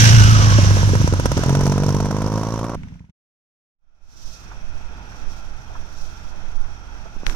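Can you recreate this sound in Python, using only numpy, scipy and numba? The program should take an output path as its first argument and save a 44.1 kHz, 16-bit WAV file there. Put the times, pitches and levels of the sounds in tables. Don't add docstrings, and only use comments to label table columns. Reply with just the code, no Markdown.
import sys
import numpy as np
from scipy import signal
from scipy.fft import rfft, irfft
from scipy.io import wavfile
from scipy.ndimage import uniform_filter1d
from numba import njit

SR = 44100
rng = np.random.default_rng(int(sys.argv[2]) if len(sys.argv) > 2 else 0)


def materialize(psi):
    bounded = np.clip(np.atleast_2d(psi).T, -1, 1)
    quanta = np.round(bounded * 32767).astype(np.int16)
    wavfile.write(sys.argv[1], SR, quanta)


def ratio(d):
    e = np.asarray(d, float) / 20
    return 10 ** e


N = 324135
T = np.arange(N) / SR

# t/s, firing f/Hz, second-order boom level/dB
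TWIN_OVERRUN = [(0, 56.55, -6.5), (.29, 54.07, -6.5), (.484, 52, -10.5), (.7, 49.2, -9.5),
                (.76, 49.07, -15), (.85, 48.88, -14.5), (1.05, 48.4, -20), (1.23, 45.27, -26.5),
                (1.45, 44.25, -25)]


def twin_turn():
    return 2 * np.pi * np.cumsum(curves(TWIN_OVERRUN)[0]) / SR


# multiple, level under the second order/dB
BOOM_ORDERS = [(.5, -22), (1.5, -12.5), (2.5, -14.5), (3.5, -21.5), (4, -21.5)]
# t/s, peak level/dB, ring f/Hz, ring level/dB
POPS = [
    (0.204, -13.5, 436, -36),
    (0.391, -19, 420, -33),
    (.588, -8.5, 580, -12.5),
    (.934, -12, 443, -17),
    (1.125, -11.5, 458.8, -19),
    (1.369, -8.5, 420, -28),
    (1.392, -14, 437.6, -20),
]
# f/Hz, width/Hz, level/dB
POP_PIPE = [(179, 230, -4), (326, 170, -1), (90, 50, -1.5)]


def overrun(turn):
    two_db = curves(TWIN_OVERRUN)[1]
    fall_db = 0.33 * (two_db - two_db[0])
    one_db = -20.5 + fall_db + 3 * walk(14)
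    three_db = -24.5 + fall_db + 3 * walk(14)
    orders = [(1, one_db), (2, two_db), (3, three_db)] + [(k, two_db + db) for k, db in BOOM_ORDERS]
    boom = 0
    for k, db in orders:
        boom = boom + np.sqrt(2) * ratio(db + 1.1 * walk(25)) * np.sin(k * turn + 0.61 * walk(30))

    half_turns = np.flatnonzero(np.diff(turn // np.pi)) / SR
    chance = rng.standard_normal((len(half_turns), 2))
    weak_clicks = pulses(half_turns + .0015 * chance[:, 0], 5.1 * chance[:, 1])
    uneven = ring(soften(weak_clicks, 0.67), POP_PIPE)
    uneven_gain = ratio(-23 + fall_db + 1.5 * walk(9.1))
    steady = boom + uneven_gain * uneven / uneven.std()
    return steady * between(-1, 1.46, edge=0.044) + late_pops()


def late_pops():
    pops = 0
    for s, db, ring_hz, ring_db in POPS:
        modes = [(f, w, g + db + 3.0) for f, w, g in POP_PIPE] + [(ring_hz, 70, ring_db + 4.5)]
        pops = pops + ring(-soften(pulses([s], 0), 0.19), modes)
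    s, db = np.transpose(POPS)[:2]
    gas_colour = [(300, 0), (1500, -11.5), (3000, -10.5), (8000, -15.5)]
    return pops + puff(pulses(s, db - 17.0), 0.88, 5.4) * noise(gas_colour)


# t/s, how far it has gone/0-1
PULL_AWAY = [(1.46, 0.03), (1.6, 0.06), (2.0, 0.37), (2.35, 0.5), (2.6, 0.7), (2.76, 1)]
# t/s, firing f/Hz
PULL_REVS = [(1.44, 44.65), (1.62, 47.46), (2.0, 49.21), (2.76, 58.02)]
# f/Hz, width/Hz, level/dB
TWIN_PIPE = [(136.4, 18, 2), (91.1, 32, -1), (197.3, 31, -3)]
# first f/Hz, last f/Hz
SILENCER_GLIDES = [(420, 560), (870, 960), (990, 1130), (1290, 1410)]
# width/Hz, level/dB
SILENCER_RINGS = [(87.6, -5.5), (70.7, -8), (70, -8.5), (93, -24.5)]
# f/Hz, width/Hz, level/dB
VALVE_MODES = [(5300, 500, -2), (6120, 570, -2.5), (2680, 440, -5)]
# t/s, level/dB
RUMBLE = [(0, -38), (.7, -19), (2.0, -29), (2.5, -43)]


def pull_away():
    away = curves(PULL_AWAY)[0]
    # the gas rasp drops fastest, the deep boom next, the silencer ring least; levels in dB, the
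    # road echo lag in ms
    layers = (-9.5, -18), (-11.5, -26), (-17, -20), (-32.5, -51), (2.5, 2.96)
    bark_db, boom_db, ring_db, rasp_db, echo_ms = (near + (far - near) * away for near, far in layers)
    hump = np.interp(away, [0.34, 1], [1.0, 0.19])
    span = (1.4612, 2.755)
    clicks = firings(span, PULL_REVS, .00025, 1.5)

    gas = soften(clicks, .15) + .035 * puff(clicks, 1.5, 11.0) * rng.standard_normal(N)
    silencer = 0
    for k, (hz, (width, db)) in enumerate(zip(SILENCER_GLIDES, SILENCER_RINGS)):
        gain = (-1) ** k * ratio(db) * SR / (2 * np.pi * width)
        silencer = silencer + gain * glide(gas, np.interp(T, span, hz), 1. * width)
    boom = ring(soften(clicks, 2.4), TWIN_PIPE)

    direct = ratio(bark_db) * bark(clicks, dip_ms=0.72, hump_ms=1.265, hump=hump)
    road = 0.37 * np.interp(T - echo_ms / 1000, T, direct)

    uneven = clicks * ratio(3.2 * walk(40))
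    rasp_colour = [(400, -2.0), (1000, -0.5), (2500, -14.5), (5000, -6.5), (9000, -14.5), (15500, -19.5)]
    rasp = ratio(rasp_db + 3.5) * puff(uneven, 0.812, 4.0) * noise(rasp_colour)
    valve_clicks = np.roll(clicks * ratio(4.0 * walk(50)), int(0.0018 * SR))
    valves = ratio(bark_db - 24) * ring(valve_clicks, VALVE_MODES)
    rumble_colour = [(15, -14.5), (40, -3.5), (90, -2.5), (200, -13.0)]
    rumble = ratio(curves(RUMBLE)[0] + 2.0 * walk(10)) * noise(rumble_colour)
    return direct + road - ratio(ring_db) * silencer - ratio(boom_db) * boom + rasp + rumble + valves


# t/s, thump level/dB, pipe facing the camera/0-1
SINGLE_IDLE = [
    (.27, -42.5, 0.9),
    (.55, -13.5, 0),
    (1.05, -16, 0.24),
    (1.25, -10, 0.5),
    (1.45, -14, 0.76),
    (2.1, -18, 0.23),
    (2.75, -23.5, 0.07),
]
# t/s, firing f/Hz
SINGLE_REVS = [(.27, 16.34), (1.0, 16.22), (1.8, 17.82), (2.76, 19.46)]
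# t/s, f/Hz
SINGLE_RING = [(.3, 520), (1.3, 530), (1.45, 660), (2.75, 680)]
# f/Hz, width/Hz, level/dB
SINGLE_PIPE = [(973, 51, -8), (1330, 150, -7), (271, 68, -2.5), (45.36, 26, -8.5)]


def single():
    thump_db, facing = curves(SINGLE_IDLE)
    crack_db = thump_db - 18 + 7.5 * facing
    clicks = firings((.2772, 2.75), SINGLE_REVS, .0004, 1.8)
    push = soften(clicks, .2)
    main = ratio(2.0) * SR / (2 * np.pi * 130) * glide(push, curves(SINGLE_RING)[0], 110.0)
    thump = 0.77 * bark(clicks, dip_ms=0.95, hump_ms=1.63, hump=0.48)
    knock = thump - main + ring(push, SINGLE_PIPE)
    crack_colour = [(500, 0.5), (1200, -2), (2500, -2), (5000, -8.5), (9000, -7.5), (15500, -19.0)]
    crack = puff(clicks, 0.69, 4.5) * noise(crack_colour)
    return ratio(thump_db) * knock + ratio(crack_db + 2.5) * crack


# t/s, level/dB
HISS = [(0, -14.5), (.07, -18.5), (.4, -25.5), (.77, -29), (1.15, -36.5), (1.5, -37), (2.2, -46),
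        (2.6, -46), (2.75, -52)]
# f/Hz, level/dB
HISS_COLOUR = [(1500, -15), (2100, -4), (2800, -1.5), (3600, -5), (5000, -6.5), (7000, -9.5), (9000, -18.5)]


def hiss(turn):
    main_db = curves(HISS)[0]
    low_db = -8.5 + 0.64 * main_db
    top_db = -18.5 + .92 * main_db
    gate = 1 + 0.19 * np.sin(turn) * between(-1, 0.96, edge=0.9)
    low_colour = [(250, -8.5), (550, -3.5), (1100, -4), (1600, -9), (2200, -18.0)]
    top_colour = [(7000, -13.5), (9000, -5.5), (12000, -9.0), (15600, -14)]
    main = ratio(main_db - 4.0 + 1.1 * walk(40)) * noise(HISS_COLOUR)
    low = ratio(low_db - 5.0 + 2.0 * walk(30)) * noise(low_colour)
    top = ratio(top_db + 1.5 * walk(40)) * noise(top_colour)

    intake_hz = 930 + (1600 - 930) * np.exp(-np.maximum(T - 0.13, 0) / 0.3)
    intake_db = -24.5 - 26 * np.abs(T - 0.36)
    gear_hz = 2750 + 500 * T
    gear_db = -26 - 40.5 * np.maximum(T - 0.2, 0)
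    breath = rng.standard_normal((3, N))
    intake = ratio(intake_db + 21.5) * glide(breath[0], intake_hz, 65.0)
    gear = ratio(gear_db + 14.0) * glide(breath[1], gear_hz, 199.6)
    wavering = ratio(main_db + 12.0) * glide(breath[2], 1570 + 30 * walk(6), 110.)
    whistles = (intake + wavering + gear) * between(-1, 1.1)
    return gate * (main + low + top + whistles) * between(-1, 2.758)


# t/s, peak level/dB
THUDS = [
    (2.754, -31),
    (2.786, -36),
    (2.835, -27),
    (2.873, -30),
    (2.922, -30.5),
    (2.956, -35.5),
    (3.005, -33),
    (3.042, -38.5),
    (3.092, -43),
]
# f/Hz, width/Hz, level/dB
THUD_PIPE = [(174, 24, 2.5), (67, 24, 3.5), (138, 25, -9), (970, 110, -6.5)]
# t/s, peak level/dB
TICKS = [
    (2.833, -42),
    (2.8844, -49),
    (2.9402, -52),
    (2.9934, -49),
    (3.0494, -59),
    (3.096, -59),
]


def slow_idle():
    s, db = np.transpose(THUDS)
    thuds = -ring(soften(pulses(s, db - 1.5), 0.5), THUD_PIPE)
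    tick_colour = [(1200, -5), (2200, 7), (5000, -18.0), (9000, -16)]
    ticks = puff(pulses(*np.transpose(TICKS)), 0.27, 3.6) * ratio(-0.5) * noise(tick_colour)
    rumble_db = np.interp(T, [2.75, 2.9, 3.1], [-28, -38, -58])
    rumble = ratio(rumble_db) * noise([(4, -1), (12, -13), (30, -12.0), (260, -22.0), (340, -50.0)])
    air_db = np.interp(T, [2.75, 2.95, 3.11], [-54, -60, -76])
    air_colour = [(300, 4.5), (1000, -1.5), (2500, -2.5), (4000, -12.0), (6000, -18.0), (15500, -28.0)]
    air = ratio(air_db) * noise(air_colour)
    return (thuds + ticks + rumble + air) * between(2.752, 3.11)


# t/s, peak level/dB, f/Hz, width/Hz, left minus right/dB
KNOCKS = [
    (7.165, -26.5, 150, 200, -16),
    (7.201, -36, 150, 199, -8),
    (7.234, -16.5, 248, 500, -10),
    (7.2625, -33.5, 5740, 1500, -5.5),
    (7.2665, -5, 1876, 1371, 17.5),
    (7.267, -25.5, 4020, 150, 7.5),
    (7.268, -22.5, 8700, 7840, 12.5),
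    (7.29, -31.5, 890, 900, 0.5),
    (7.2977, -17, 1400, 900, 19),
    (7.348, -22.5, 800, 1513, 1),
]


def camera_knocks():
    knocks = 0
    for s, db, hz, width, pan in KNOCKS:
        contact = np.sign(400 - hz) * soften(pulses([s], db), 120 / hz)
        knocks = knocks + np.outer(ratio([pan / 2, -pan / 2]), ring(contact, [(hz, width, 0)]))
    rub = puff(pulses([7.266, 7.292], [-33, -34]), 1.8, 13.0) + ratio(-40) * between(7.26, 7.4, edge=0.02)
    scrape_colour = [(60, 13.0), (300, 4), (1500, -4.5), (4000, -13.5), (15600, -22)]
    return knocks + rub * ratio(2.0 * walk(200)) * noise(scrape_colour)


# t/s, peak level/dB, f/Hz, left minus right/dB
TAPS = [
    (4.516, -31.5, 970, -2),
    (5.121, -38, 1510, -2),
    (5.146, -31, 720, 3),
    (5.696, -30, 626, 6),
    (5.753, -28, 920, -1),
    (6.325, -32, 891, 0),
    (6.645, -36, 1250, -4),
    (7.059, -28.5, 705, -1),
]


def far_steps():
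    steps = 0
    for s, db, hz, pan in TAPS:
        scuff = puff(pulses([s - .002], db - 7.0), 1.4, 10.0)
        colour = [(hz / 2.0, -15), (hz, 0), (2.02 * hz, -12)]
        steps = steps + ratio([[pan / 2], [-pan / 2]]) * scuff * noise(colour)
    return steps


# t/s, level under full/dB
FADE_IN = [(3.78, -49), (3.84, -35), (4.1, -12.5), (4.28, -4), (4.5, 0)]
# f/Hz, level per Hz/dB
AIR = [(15, -46.5), (25, 2.5), (66, -10), (470, -26), (1300, -28), (2560, -33.5), (5200, -49.5),
       (15500, -74)]
# f/Hz, width/Hz, level/dB
LEAVES = [(639, 90, -3), (852, 170, 4), (1367, 130, 1.5), (1680, 70, -12), (2540, 190, -0.5),
          (3254, 110, -8), (3583, 67, -11.5), (4300, 260, -31), (5680, 140, -17.5)]
# f/Hz, level/dB
RUSTLE_COLOUR = [(2500, -11), (3800, -3.5), (5000, -3.5), (7000, -8), (10000, -15), (15500, -15.5)]
# t/s, length/s, level/dB
RUSTLES = [
    (4.16, 0.087, -45.5),
    (4.3, 0.12, -44),
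    (5.16, 0.067, -57),
    (5.33, .06, -50.5),
    (6.06, 0.17, -52),
    (7.21, 0.042, -63),
]
# multiple, level/dB
HUM_ORDERS = [(1, -11), (2, 1.5), (3, -2), (4, -8.5), (5, -9.5), (6, -24), (7, -17.5)]


def lane():
    fade_db = curves(FADE_IN)[0]
    air_db = -47 + fade_db + 0.92 * walk(4)
    hum_db = -42 + fade_db + 0.97 * walk(12)
    air = ratio(air_db + 5.5 + 1.0 * walk(11)) * noise(AIR)
    leaves = 0
    for hz, width, db in LEAVES:
        colour = [(hz - 2 * width, -18), (hz, 0), (hz + 2 * width, -18)]
        leaves = leaves + ratio(db + 1.83 * walk(7.8)) * noise(colour)
    flutter = ratio(fade_db - 8.5 + 1.6 * walk(90))
    rustle = (ratio(-54.5) + swells(RUSTLES)) * flutter * noise(RUSTLE_COLOUR)
    turn = 2 * np.pi * 24.35 * np.cumsum(1 + .012 * walk(2.5)) / SR
    hum = sum(ratio(db + 2.7 * walk(6.1)) * np.sin(k * turn + 1.3 * k * k) for k, db in HUM_ORDERS)
    return (air + ratio(air_db - 12) * leaves + rustle + ratio(hum_db - 0.5) * hum) * between(3.78, 9, edge=.05)


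# t/s, length/s, level/dB
GUSTS = [
    (4.07, .04, -30),
    (4.25, .06, -36),
    (4.75, .15, -30.5),
    (5.32, .1, -31.5),
    (5.5, .1, -33.5),
    (5.76, .08, -30),
    (6.0, .06, -27),
    (6.28, .04, -33),
    (6.56, .12, -23.5),
    (7.18, .08, -28.5),
]


def port_wind():
    colour = [(2, -19), (5, -11.5), (9, -0.5), (14, -9.5), (30, -32.5), (100, -39.0)]
    gusts = noise(colour, alike_hz=1.5)
    level = (ratio(-38.5) + swells(GUSTS)) * ratio(curves(FADE_IN)[0] / 2 + 6.0)
    sway = ring(-soften(pulses([7.272], -3.0), 9.0), [(20, 9, -1)])
    return (level * gusts * between(3.75, 9, edge=0.26) + sway) * ratio([[-20], [0]])


# f/Hz, width/Hz, level/dB
LEFT_PORT = [(750, 760, -1.5), (1990, 800, 1.5), (3519, 1100, 3)]
RIGHT_PORT = [(1516, 320, 7.1), (5834, 670, 16.5)]
# t/s, lag/ms
RIGHT_LAG = [(0, 0.36), (1.2, 0.25), (1.6, 0.11), (2.75, 0.035), (2.76, 0.234), (7.35, 0.19)]


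def ports(air):
    out = air.copy()
    for side, port in enumerate((LEFT_PORT, RIGHT_PORT)):
        for hz, width, db in port:
            out[side] += (ratio(db) - 1) * signal.lfilter(*signal.iirpeak(hz, hz / width, SR), air[side])
    left = signal.lfilter(*signal.butter(1, 75, "high", fs=SR), out[0])
    right = np.interp(T - curves(RIGHT_LAG)[0] / 1000, T, out[1])
    return np.array([left, right])


def curves(table):
    s, *columns = np.transpose(table)
    return [np.interp(T, s, c) for c in columns]


def between(t0, t1, edge=0.0059):
    return np.clip(np.minimum(T - t0, t1 - T) / edge, 0, 1)


def swells(events):
    return sum(ratio(db) * np.exp(-((T - s) / length) ** 2) for s, length, db in events)


def walk(rate):
    k = int(SR / rate)
    held = np.repeat(rng.standard_normal(N // k + 1), k)
    return 1.3 * uniform_filter1d(uniform_filter1d(held, k), k)[:N]


def pulses(times, db):
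    out = np.zeros(N)
    np.add.at(out, np.clip((np.asarray(times) * SR).astype(int), 0, N - 1), ratio(db))
    return out


def firings(span, rate, jitter_s, scatter_db):
    n = np.cumsum(curves(rate)[0]) / SR
    first, last = np.interp(span, T, n)
    whole = np.arange(first, last)
    chance = rng.standard_normal((len(whole), 2))
    return pulses(np.interp(whole, n, T) + jitter_s * chance[:, 0], scatter_db * chance[:, 1])


def soften(clicks, ms):
    size = max(int(ms * SR / 1000), 1)
    return uniform_filter1d(uniform_filter1d(clicks, size), size)


def puff(clicks, rise_ms, fall_ms):
    t = np.arange(2000) / SR * 1000
    return signal.fftconvolve(clicks, np.exp(-t / fall_ms) * (1 - np.exp(-t / rise_ms)))[:N]


def bark(clicks, dip_ms, hump_ms, hump):
    t = np.arange(-200, 600) / SR * 1000
    hump_shape = np.exp(-((t - dip_ms - 1.53 * hump_ms) / hump_ms) ** 2)
    dip_shape = np.exp(-(t / dip_ms) ** 2)
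    push = signal.fftconvolve(clicks, hump_shape)[200:N + 200]
    dip = signal.fftconvolve(clicks, dip_shape)[200:N + 200]
    return hump * push - dip


def ring(x, modes):
    out = 0
    for k, (hz, width, db) in enumerate(modes):
        gain = (-1) ** k * ratio(db) * SR / (2 * np.pi * width)
        out = out + gain * signal.lfilter(*signal.iirpeak(hz, hz / width, SR), x)
    return out


@njit
def glide(x, hz, width):
    y, b, l = np.empty(len(x)), 0., 0.
    for i in range(len(x)):
        g, k = np.tan(np.pi * hz[i] / SR), width / hz[i]
        v = (b + g * (x[i] - l)) / (1 + g * (g + k))
        b, l, y[i] = 2 * v - b, l + 2 * g * v, k * v
    return y


def noise(colour, alike_hz=1600):
    hz = np.arange(N // 2 + 1) * SR / N + 1e-3
    f, db = np.transpose(colour)
    alike = 1 / (1 + (hz / alike_hz) ** 2)
    mid, side = rfft(rng.standard_normal((2, N)))
    pair = np.sqrt(1 + .8 * alike) * mid + np.sqrt(1 - 0.9 * alike) * side * np.array([[1], [-1]])
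    out = irfft(pair * ratio(np.interp(np.log(hz), np.log(f), db, -90, -90)), N)
    return out / out.std()


def scene():
    turn = twin_turn()
    near = (pull_away() + single()) * between(-1, 2.758)
    bikes = overrun(turn) + near + hiss(turn) + slow_idle()
    quiet = camera_knocks() + far_steps() + lane()
    return ports(bikes * ratio([[.1], [-.1]]) + quiet * ratio([[-.6], [.6]])) + port_wind()


def band_limit(x):
    return signal.sosfilt(signal.butter(12, 15730, fs=SR, output="sos"), x)


def record(dry):
    peak = 1.03
    return band_limit(1.069 * peak * np.tanh(dry / peak))


dry = scene()
out = record(dry)
materialize(out)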